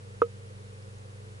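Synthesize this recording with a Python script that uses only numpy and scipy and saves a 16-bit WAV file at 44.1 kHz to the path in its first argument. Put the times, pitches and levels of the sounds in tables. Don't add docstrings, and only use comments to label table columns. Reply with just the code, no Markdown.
import sys
import numpy as np
from scipy import signal
from scipy.fft import rfft, irfft
from scipy.io import wavfile
from scipy.ndimage import uniform_filter1d

SR = 44100
rng = np.random.default_rng(int(sys.argv[2]) if len(sys.argv) > 2 else 0)


def digitize_waveform(pressure):
    field = np.atleast_2d(pressure).T
    bounded = np.clip(field, -1, 1)
    quanta = np.round(bounded * 32767).astype(np.int16)
    wavfile.write(sys.argv[1], SR, quanta)


N = 61739


def undb(db):
    return 10 ** (np.asarray(db) / 20)


def unit(x):
    return x / np.sqrt(np.mean(x ** 2))


def pan(right_db):
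    return undb(np.array([[-right_db], [right_db]]) / 2)


def noise(points):
    hz, db = np.array(points).T
    freqs = np.maximum(np.fft.rfftfreq(N, 1 / SR), 1)
    curve = undb(np.interp(np.log(freqs), np.log(hz), db))
    return unit(irfft(rfft(rng.standard_normal(N)) * curve, N))


def ring(start, rise_s, fade_s):
    age = np.maximum(np.arange(N) / SR - start, 0)
    return age, (1 - np.exp(-age / rise_s)) * np.exp(-np.log(1000) * age / fade_s)


def hiss():
    # frequency in Hz, level in dB.
    shared = [(30, -5), (300, -16), (800, 1.5), (2000, -2.5), (5000, -5), (11000, -7.5)]
    # frequency in Hz, level in dB.
    flipped = [(30, -12), (200, -2), (650, 3), (1100, 0.5), (2000, -3), (3500, -9), (6200, -14),
               (11000, -21)]
    return undb(-60) * noise(shared) + undb(-56.5) * noise(flipped) * np.array([[1], [-1]])


def water():
    # frequency in Hz, level in dB.
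    tone_curve = [(20, -23), (36, -12), (50, 0), (80, -8.5), (150, -10.5), (185, -4), (240, -16),
                  (340, -11.5), (410, -4.5), (470, 1), (530, -6.5), (640, -20), (1000, -47)]
    flow = signal.hilbert(noise(tone_curve))
    left = flow * np.exp(-1j)
    return undb(-54.5) * pan(right_db=2.5) * np.real([left, flow])


def pump():
    shaft_hz, speed_drift, mains_hz = 49.06, 0.00033, 120.7
    # waves per turn of the shaft, average level in dB.
    tones = [(1, -73.5), (2, -46.5), (4, -59.5)]
    swell_s, left_lag_s = 0.0377, 0.00051
    t = np.arange(N) / SR - swell_s - np.array([[left_lag_s], [0]])
    wander = unit(uniform_filter1d(rng.standard_normal(N), size=SR // 4))
    turns = shaft_hz * (t + speed_drift * np.cumsum(wander) / SR)
    shaft = sum(undb(db) * np.sin(2 * np.pi * waves * turns) for waves, db in tones)
    hum = undb(-52.5) * np.sin(2 * np.pi * mains_hz * t)
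    return np.sqrt(2) * (shaft + hum)


def ticks():
    # start in seconds, pitch in Hz, level in dB, seconds to fade by 60 dB.
    bubbles = [(0.8235, 4970, -45, 0.0062), (0.9443, 5660, -44, 0.0033), (0.9843, 6600, -41.5, 0.004)]
    out = np.zeros(N)
    for start, hz, db, fade_s in bubbles:
        age, loudness = ring(start, rise_s=0.00029, fade_s=fade_s)
        out += undb(db) * loudness * np.sin(2 * np.pi * hz * age)
    return out


def knock():
    # pitch in Hz, level in dB, seconds to fade by 60 dB,
    # direction of the first swing (1 or -1).
    case_notes = [ (35, -41, 0.066, -1), (290, -30, 0.059, 1), (412, -23, 0.02, 1), (469.7, -10, 0.098, -1),
                  (800, -73, 0.018, 1), (970, -13, 0.016, -1), (1183, -12.5, .026, -1),
                  (1313, -9, 0.022, 1), (1270, -24, 0.074, 1), (1532, -36, 0.043, 1), (2540, -47, 0.074, 1),
                  (4530, -47.5, 0.0072, 1), ]
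    start_s, rise_s = 0.2181, 0.00046
    lag_radians = np.array([[1.05], [0]])
    notes = np.zeros((2, N))
    for hz, db, fade_s, swing in case_notes:
        age, loudness = ring(start_s, rise_s, fade_s)
        notes += swing * undb(db) * loudness * np.cos(2 * np.pi * hz * age - lag_radians)
    cluster_hz, width_hz = 2305, 1240
    freqs = np.fft.rfftfreq(N, 1 / SR)
    band = 1 / (1 + (2 * (freqs - cluster_hz) / width_hz) ** 2)
    cluster = irfft(rfft(rng.standard_normal((2, N))) * band, N)
    cluster = unit(cluster + cluster[::-1] / 2)
    _, cluster_loudness = ring(start_s, rise_s, fade_s=0.06)
    return undb(-1) * pan(right_db=3) * notes + undb(-42) * cluster * cluster_loudness


def scene():
    return hiss() + water() + pump() + ticks() + knock()


def record(dry):
    top_hz = 11050
    treble_cut = signal.ellip(12, 0.1, 80, top_hz, fs=SR, output="sos")
    return signal.sosfilt(treble_cut, dry)


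dry = scene()
out = record(dry)
digitize_waveform(out)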